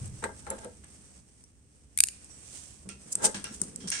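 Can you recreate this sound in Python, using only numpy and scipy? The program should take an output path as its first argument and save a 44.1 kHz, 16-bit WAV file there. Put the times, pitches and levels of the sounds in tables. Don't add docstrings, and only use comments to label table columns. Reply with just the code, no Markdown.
import sys
import numpy as np
from scipy import signal
from scipy.fft import rfft, irfft, next_fast_len
from scipy.io import wavfile

SR = 44100
rng = np.random.default_rng(int(sys.argv[2]) if len(sys.argv) > 2 else 0)


def to_wav(sig):
    pcm = np.clip(np.atleast_2d(sig), -1, 1) * 32767
    pcm = np.round(pcm).astype(np.int16)
    wavfile.write(sys.argv[1], SR, pcm.T)


N = 176400

# (frequency [Hz], gain [dB])
STEEL_CRACK_SPECTRUM = [(200, -43), (1500, -9.5), (3500, -22), (5500, -2.5), (8000, 7), (10500, 2),
                        (12200, -28), (16000, -32)]
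# (frequency [Hz], bandwidth [Hz], gain [dB])
WOOD_MODES = [(200.5, 19.3, 3), (405, 97, -1), (539, 87, 0.5), (650, 48, -1), (878, 68, 1),
              (1344, 64, -5.5), (1604, 31, 0.5), (2080, 36, -10.5)]


def amp(db):
    return 10 ** (np.asarray(db) / 20)


def unit(x):
    return x / np.sqrt(np.mean(x ** 2) + 1e-20)


def along(points, hz):
    freqs, values = np.transpose(points)
    return np.interp(np.log(hz + 1), np.log(freqs + 1), values)


def curve(rows):
    return np.interp(np.arange(N) / SR, *np.transpose(rows))


def wobble(rate):
    return np.interp(np.arange(N) * rate / SR, np.arange(N), rng.standard_normal(N))


def pan(db):
    return amp(np.array([[db], [-db]]) / 2)


def filtered(x, response):
    n = x.shape[-1]
    padded = next_fast_len(n + SR // 10)
    hz = np.fft.rfftfreq(padded, 1 / SR)
    return irfft(rfft(x, padded) * response(hz), padded)[..., :n]


def shelf(x, hz, low_db, high_db):
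    return filtered(x, lambda f: amp(high_db + (low_db - high_db) / (1 + (f / hz) ** 4)))


def colour(points):
    return lambda f: amp(along(points, f))


def body(modes):
    return lambda f: sum((-1) ** k * amp(db) * 1j * f * width / (hz * hz - f * f + 1j * f * width)
                         for k, (hz, width, db) in enumerate(modes))


def noise(response, n):
    # (frequency [Hz], correlation [ratio])
    coherence = [(60, 0.73), (180, 0.91), (550, 0.34), (1600, 0), (15000, 0)]

    def mid_side_response(f):
        angle = np.arccos(np.clip(along(coherence, f), -1, 1)) / 2
        return response(f) * np.array([np.cos(angle), np.sin(angle)])

    mid, side = filtered(rng.standard_normal((2, n)), mid_side_response)
    return unit(np.array([mid + side, mid - side]))


def grit(response, n, slips_per_s=1800, spread_db=1, slip_share=0.51):
    sizes = amp(spread_db * np.clip(rng.standard_normal(n), -2, 2)) * rng.standard_normal((2, n))
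    slipping = rng.random(n) < slips_per_s / SR
    slips = unit(filtered(sizes * slipping, response))
    return np.sqrt(slip_share) * slips + np.sqrt(1 - slip_share) * noise(response, n)


def decay(t, t60, attack=0.0001):
    t = np.maximum(t, 0)
    return amp(-60 * t / t60) * (1 - np.exp(-t / attack))


def swell(peak_s, db, rise, fall):
    t = np.arange(N) / SR
    return amp(db - 20 * np.maximum((peak_s - t) / rise, (t - peak_s) / fall))


def add(out, start_s, x):
    i = max(round(start_s * SR), 0)
    out[:, i:i + x.shape[1]] += x[:, :max(N - i, 0)]


def rumble():
    # (time [s], relative level [dB])
    levels = [(0, -51), (.3, -54), (.8, -56), (1.5, -63.5), (2, -61), (2.8, -58), (3.3, -57.5), (4, -57)]
    # (frequency [Hz], gain [dB])
    spectrum = [(20, -16), (45, -8.5), (65, 6), (90, -2.5), (130, -4.5), (250, -8), (500, -20.5),
                (1000, -33), (3000, -32.5), (8000, -49)]
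    return amp(curve(levels) + 1.5) * noise(colour(spectrum), N)


def rustle():
    # (time [s], relative level [dB])
    levels = [(0, -55.5), (.06, -53), (.12, -60.5), (.19, -58.5), (.3, -58), (.9, -59.5), (1.04, -59),
              (1.28, -64), (1.55, -70.5), (1.79, -70.5), (2.02, -63), (2.3, -58.5), (2.55, -57),
              (2.85, -63.5), (2.99, -61), (3.13, -50), (3.35, -62), (3.6, -56.5), (3.83, -57.5), (4, -77)]
    # (frequency [Hz], gain [dB])
    spectrum = [(100, -8.5), (400, -6), (1000, -13.5), (2600, -14), (4000, -17.5), (6000, -7.5), (7200, -9),
                (8500, 1), (10000, -14.5), (11500, -24), (15000, -79)]
    grain_db = 1.5 * wobble(rate=400) + 2.27 * wobble(rate=25.49)
    return amp(curve(levels) + 3 + grain_db) * pan(db=-3.5) * noise(colour(spectrum), N)


def judder():
    # (time [s], level [dB])
    levels = [(0, -40.5), (.06, -36.5), (.09, -44.5), (.2, -50), (.3, -49), (.45, -80)]
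    # (frequency [Hz], bandwidth [Hz], gain [dB])
    modes = [(78, 23, -6), (123.5, 17.5, -1.5), (182.4, 28, -9.5)]
    return amp(curve(levels)) * noise(body(modes), N)


def ticks():
    # (time [s], relative level [dB], left minus right [dB], ring frequency [Hz])
    touches = [(0.0578, -32.5, 0, 8140), (0.078, -38, -5, 8300), (0.24, -31.5, -18.5, 8210),
               (0.5029, -19, 0, 9650), (0.646, -33, 6, 9270), (0.8438, -38.5, -2, 8420),
               (1.439, -43.5, 6, 8530), (2.071, -29, 16, 8800), (2.2448, -36.5, -1, 8400),
               (2.89, -28.5, -6, 8500), (3.1537, -11, 4.5, 8410), (3.233, -34, -7, 7700),
               (3.2423, -13, 3, 8300), (3.2455, -18, 0, 8400), (3.2498, -9.5, 2, 7770),
               (3.254, -14, 14, 8500), (3.2574, -15, 10, 8500), (3.268, -18, 3, 8130),
               (3.442, -22.5, 7, 8700), (3.6162, -13, 10.5, 9010), (3.76, -23, -4, 7540),
               (3.9026, -18, 5.5, 9540)]
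    out, t = np.zeros((2, N)), np.arange(SR // 20) / SR
    for start, db, pan_db, hz in touches:
        crack = noise(colour(STEEL_CRACK_SPECTRUM), len(t)) * decay(t, t60=0.011) / 2
        ring = np.sin(2 * np.pi * (hz * t + rng.random((2, 1)))) * decay(t, t60=0.016)
        add(out, start, amp(db) * pan(pan_db) * (crack + amp(-1) * ring))
    return out


def knocks():
    # (time [s], relative level [dB], attack [s], upper band gain [dB], main tone [Hz])
    blows = [(0.224, -38, 0.0011, -2, 874), (.239, -33.5, 0.0003, 5, 422), (0.465, -40, 0.0015, -0.5, 813),
             (.507, -37, 0.0031, -1.5, 534), (.524, -41.5, 0.0033, -9, 531), (0.58, -55, 0.00068, 0, 663),
             (0.649, -37, 0.0036, -15, 492), (3.236, -32, 0.0063, -3.5, 850)]
    # (frequency [Hz], gain [dB])
    crack_spectrum = [(100, -12), (600, -2), (1550, 4.5), (2300, 0), (3000, -19), (4100, -9.5), (5000, -21),
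                      (8500, -2), (12000, -33)]
    # (frequency [Hz], left minus right [dB])
    balance = [(100, 4), (450, 0), (850, 5.5), (1300, 8), (2000, -5), (4000, -11), (9000, 2)]
    out, t = np.zeros((2, N)), np.arange(SR // 2) / SR
    for start, db, attack, upper_db, hz in blows:
        ring = noise(body(WOOD_MODES), len(t)) * decay(t, t60=0.24, attack=attack)
        tone = amp(-3.5) * np.sin(2 * np.pi * hz * t) * decay(t, t60=0.22, attack=attack)
        crack = noise(colour(crack_spectrum), len(t)) * decay(t, t60=0.069, attack=attack)
        add(out, start, amp(db) * (tone + shelf(ring + crack, hz=850, low_db=0, high_db=upper_db)))
    return filtered(out, lambda f: amp(np.outer([1, -1], along(balance, f)) / 2))


def pings(waver_rad=0.23):
    # (time [s], frequency [Hz], level [dB], t60 [s], left minus right [dB])
    rings = [(.24, 8090, -33, 0.049, -11), (.502, 10030, -35, 0.04, -13), (.503, 7480, -39, 0.078, -12),
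             (1.4397, 5830, -52, 0.043, 4), (2.303, 5790, -57.5, 0.26, -18), (2.306, 7779, -55, 0.45, -19),
             (2.89, 2515, -54.5, 0.35, -2), (2.912, 2690, -55, .22, -11), (3.243, 6080, -28, 0.1, -4),
             (3.25, 7720, -32, 0.099, -1), (3.917, 5580, -37, .25, -8), (3.917, 6500, -31.5, 0.088, -11)]
    out, t = np.zeros((2, N)), np.arange(SR // 3) / SR
    for start, hz, db, t60, pan_db in rings:
        phase = 2 * np.pi * (hz * t + rng.random((2, 1))) + waver_rad * wobble(rate=486)[:len(t)]
        add(out, start, amp(db) * pan(pan_db) * np.sin(phase) * decay(t, t60))
    return out


def drags():
    # (peak time [s], level [dB], rise [s], fall [s], rasp gain [dB])
    strokes = [(.515, -44, 0.077, 0.12, -7), (.65, -48, 0.079, 0.04, -4), (3.248, -31.5, 0.057, 0.092, -10)]
    # (frequency [Hz], gain [dB])
    rasp_spectrum = [(300, 9), (1600, -4), (2500, -2.5), (4200, -2.5), (4900, -34)]
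    out = np.zeros((2, N))
    for peak_s, db, rise, fall, rasp_db in strokes:
        wood = grit(body(WOOD_MODES), N)
        rasp = amp(rasp_db) * grit(colour(rasp_spectrum), N)
        out += swell(peak_s, db, rise, fall) * (wood + rasp)
    return out


def scrapes():
    # (peak time [s], level [dB], rise [s], fall [s], low band gain [dB], left minus right [dB])
    slides = [(.588, -47.5, .012, 0.014, 8, -5), (2.561, -45.5, 0.21, 0.3, -1.5, -8.5),
              (3.128, -22, 0.011, 0.0098, -34, -3.5), (3.253, -18, 0.024, 0.032, -4, -1.5),
              (3.546, -40.5, 0.044, 0.051, -5, -2), (3.637, -39, 0.043, 0.021, -14, -3)]
    # (frequency [Hz], gain [dB])
    spectrum = [(300, -13), (1500, -14.5), (3000, -8.5), (4200, -10), (6000, -3.5), (8200, 2.5),
                (10000, -6), (12000, -27.5), (13500, -29), (16000, -33)]
    out = np.zeros((2, N))
    for peak_s, db, rise, fall, low_db, pan_db in slides:
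        friction = shelf(grit(colour(spectrum), N), hz=3700, low_db=low_db, high_db=0)
        out += pan(pan_db) * friction * swell(peak_s, db, rise, fall)
    return out


def clacks(scatter_db=5.5):
    # (time [s], relative level [dB], left minus right [dB], t60 [s], treble gain [dB])
    contacts = [(.835, -49.5, -1, 0.22, -17), (2.888, -45.5, -2, 0.26, 0), (3.3435, -33, 1.5, 0.29, -6.5),
                (3.441, -35, -0.5, 0.31, -10), (3.802, -51.5, -4, 0.63, 0), (3.873, -44, -3.5, 0.23, 8.5),
                (3.915, -37, -2.5, 0.74, 6)]
    # (frequency [Hz], gain [dB])
    rattle_spectrum = [(100, -13), (400, -6), (700, -5), (1600, -2), (2500, -4), (4000, -0.5), (6000, 3),
                       (9500, 0), (11500, -30), (15000, -57)]
    # (frequency [Hz], bandwidth [Hz], mean gain [dB])
    tool_modes = [(1362, 11, 4.5), (1657, 80, 1), (2233, 250, -6.5), (2790, 94, -4), (3244, 63, 3),
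                  (5600, 210, -1.5), (5980, 300, -2.5), (8600, 62, 6.5)]
    out, t = np.zeros((2, N)), np.arange(SR // 2) / SR
    for start, db, pan_db, t60, treble_db in contacts:
        modes = [(hz, width, gain + scatter_db * rng.standard_normal()) for hz, width, gain in tool_modes]
        rattle = grit(colour(rattle_spectrum), len(t))
        ring = noise(body(modes), len(t))
        clack = shelf(rattle + ring, hz=3670, low_db=0, high_db=treble_db)
        envelope = decay(t, t60, attack=0.0027) + 0.56 * decay(t, t60=0.04, attack=0.001)
        add(out, start, amp(db) * pan(pan_db) * clack * envelope)
    return out


def steel_ring(t, modes):
    return sum(amp(db) * pan(pan_db) * decay(t, t60) * np.sin(2 * np.pi * hz * t)
               for hz, db, t60, pan_db in modes)


def ratchet(split_hz=7050, low_cut_hz=1770, right_lag_s=0.000022):
    # (time [s], relative level [dB], left minus right [dB], high mode tuning [ratio],
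    # rebound delay [ms], rebound amplitude [ratio], low mode gain [dB], low mode tuning [ratio])
    teeth = [(1.9753, -9.5, 5, 1.01, 0.98, 0.47, -4, 0.88), (1.9875, -11, -7, 1.02, 0.76, 0.4, -1, 0.96),
             (2.0043, 2.5, -3, 0.99, 0.69, 0.23, -1.5, 0.98),
             (2.0372, -2, -5.5, .99, 0.636, 0.18, -0.5, 1.072),
             (2.0859, -19.5, 3, 0.915, 0.433, 0.37, 7, 1.194)]
    # (base frequency [Hz], gain [dB], t60 [s], left minus right [dB])
    steel_modes = [(1730, -29.5, 0.012, -1), (2484, -17, 0.009, -10), (3960, -18, 0.0097, -3),
                   (4870, -17, 0.0084, -11.5), (6570, -16, 0.0056, -16), (7170, -15.5, 0.0099, -13.5),
                   (8030, -16, 0.014, -11), (8830, -7, 0.013, 2), (9180, -8.5, 0.0098, 14),
                   (10060, -16.5, 0.0063, 8), (11300, -12, 0.0088, 3.5), (12500, -21, 0.0048, -3),
                   (13600, -27, 0.0063, 3), (14800, -32, 0.0064, 0)]
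    out, t = np.zeros((2, N)), np.arange(SR // 20) / SR
    arrival = t - np.array([[0], [right_lag_s]])
    for start, db, pan_db, high_tuning, rebound_ms, rebound_gain, low_db, low_tuning in teeth:
        modes = [(hz * (low_tuning if hz < split_hz else high_tuning), gain, t60, side)
                 for hz, gain, t60, side in steel_modes]
        crack = amp(-12.5) * noise(colour(STEEL_CRACK_SPECTRUM), len(t)) * decay(t, t60=0.007)
        rebound = rebound_gain * steel_ring(arrival - rebound_ms / 1000, modes)
        snap = steel_ring(arrival, modes) + rebound + crack
        snap = shelf(snap, hz=11900, low_db=0, high_db=0.28 * db)
        add(out, start, amp(db) * pan(pan_db) * shelf(snap, split_hz, low_db, high_db=0))
    return signal.sosfilt(signal.butter(4, low_cut_hz, 'high', fs=SR, output='sos'), out)


def bumps():
    # (time [s], level [dB], frequency [Hz], attack [s], t60 [s])
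    pushes = [(2.851, -43.5, 197, 0.0059, 0.47), (3.05, -44.5, 178, 0.011, 0.16),
              (3.152, -47, 188.6, 0.0047, 1), (3.345, -38, 200.5, 0.0043, 0.32),
              (3.509, -38, 220, 0.002, 0.063), (3.616, -36, 182.5, 0.002, 0.17),
              (3.838, -38, 181, 0.0039, 0.16), (3.854, -37.5, 178, 0.0032, 0.11)]
    # (frequency [Hz], gain [dB])
    thud_spectrum = [(40, -39), (120, 1), (220, 1), (450, -5.5), (700, -17.5), (1500, -23), (4000, -56)]
    out, t = np.zeros((2, N)), np.arange(SR // 2) / SR
    for start, db, hz, attack, t60 in pushes:
        boom = np.sin(2 * np.pi * hz * t) + amp(-3.5) * noise(colour(thud_spectrum), len(t))
        add(out, start, amp(db) * boom * decay(t, t60, attack))
    return out


def groan():
    # (time [s], level [dB])
    levels = [(3.0, -77), (3.2, -61), (3.55, -55.5), (3.64, -51), (3.78, -51.5), (3.85, -49), (3.95, -60)]
    # (frequency [Hz], bandwidth [Hz], gain [dB])
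    modes = [(188, 34, 1), (273, 32.6, -1.5), (396, 110, -8), (505, 63, -8)]
    return amp(curve(levels)) * noise(body(modes), N)


def room(x):
    # (frequency [Hz], t60 [s])
    decay_times = [(200, 0.7), (2000, 0.96), (8000, 0.39), (14000, 0.2)]
    # (frequency [Hz], gain [dB])
    spectrum = [(200, 14), (2500, -9), (5000, -4.5), (7300, -3.5), (8700, 0), (10000, -1.5), (14000, -5)]
    hz, t, bands = signal.stft(rng.standard_normal((2, SR // 2)), SR, nperseg=256)
    envelopes = decay(t, along(decay_times, hz)[:, None], attack=0.006)
    _, tail = signal.istft(bands * envelopes, SR, nperseg=256)
    tail /= np.linalg.norm(tail[0])
    return signal.fftconvolve(filtered(x, colour(spectrum)), tail, axes=1)[:, :N]


def scene():
    lock, tips, jaws = ratchet(), ticks() + pings(), scrapes()
    reverberation = room(amp(-17) * (lock + jaws) + amp(-15.5) * tips)
    bench = knocks() + drags() + clacks() + bumps() + judder() + groan()
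    return lock + tips + jaws + reverberation + bench + rustle() + rumble()


def record(dry, cutoff_hz=16400):
    return filtered(dry, lambda hz: 1 / (1 + (hz / cutoff_hz) ** 80))


dry = scene()
out = record(dry)
to_wav(out)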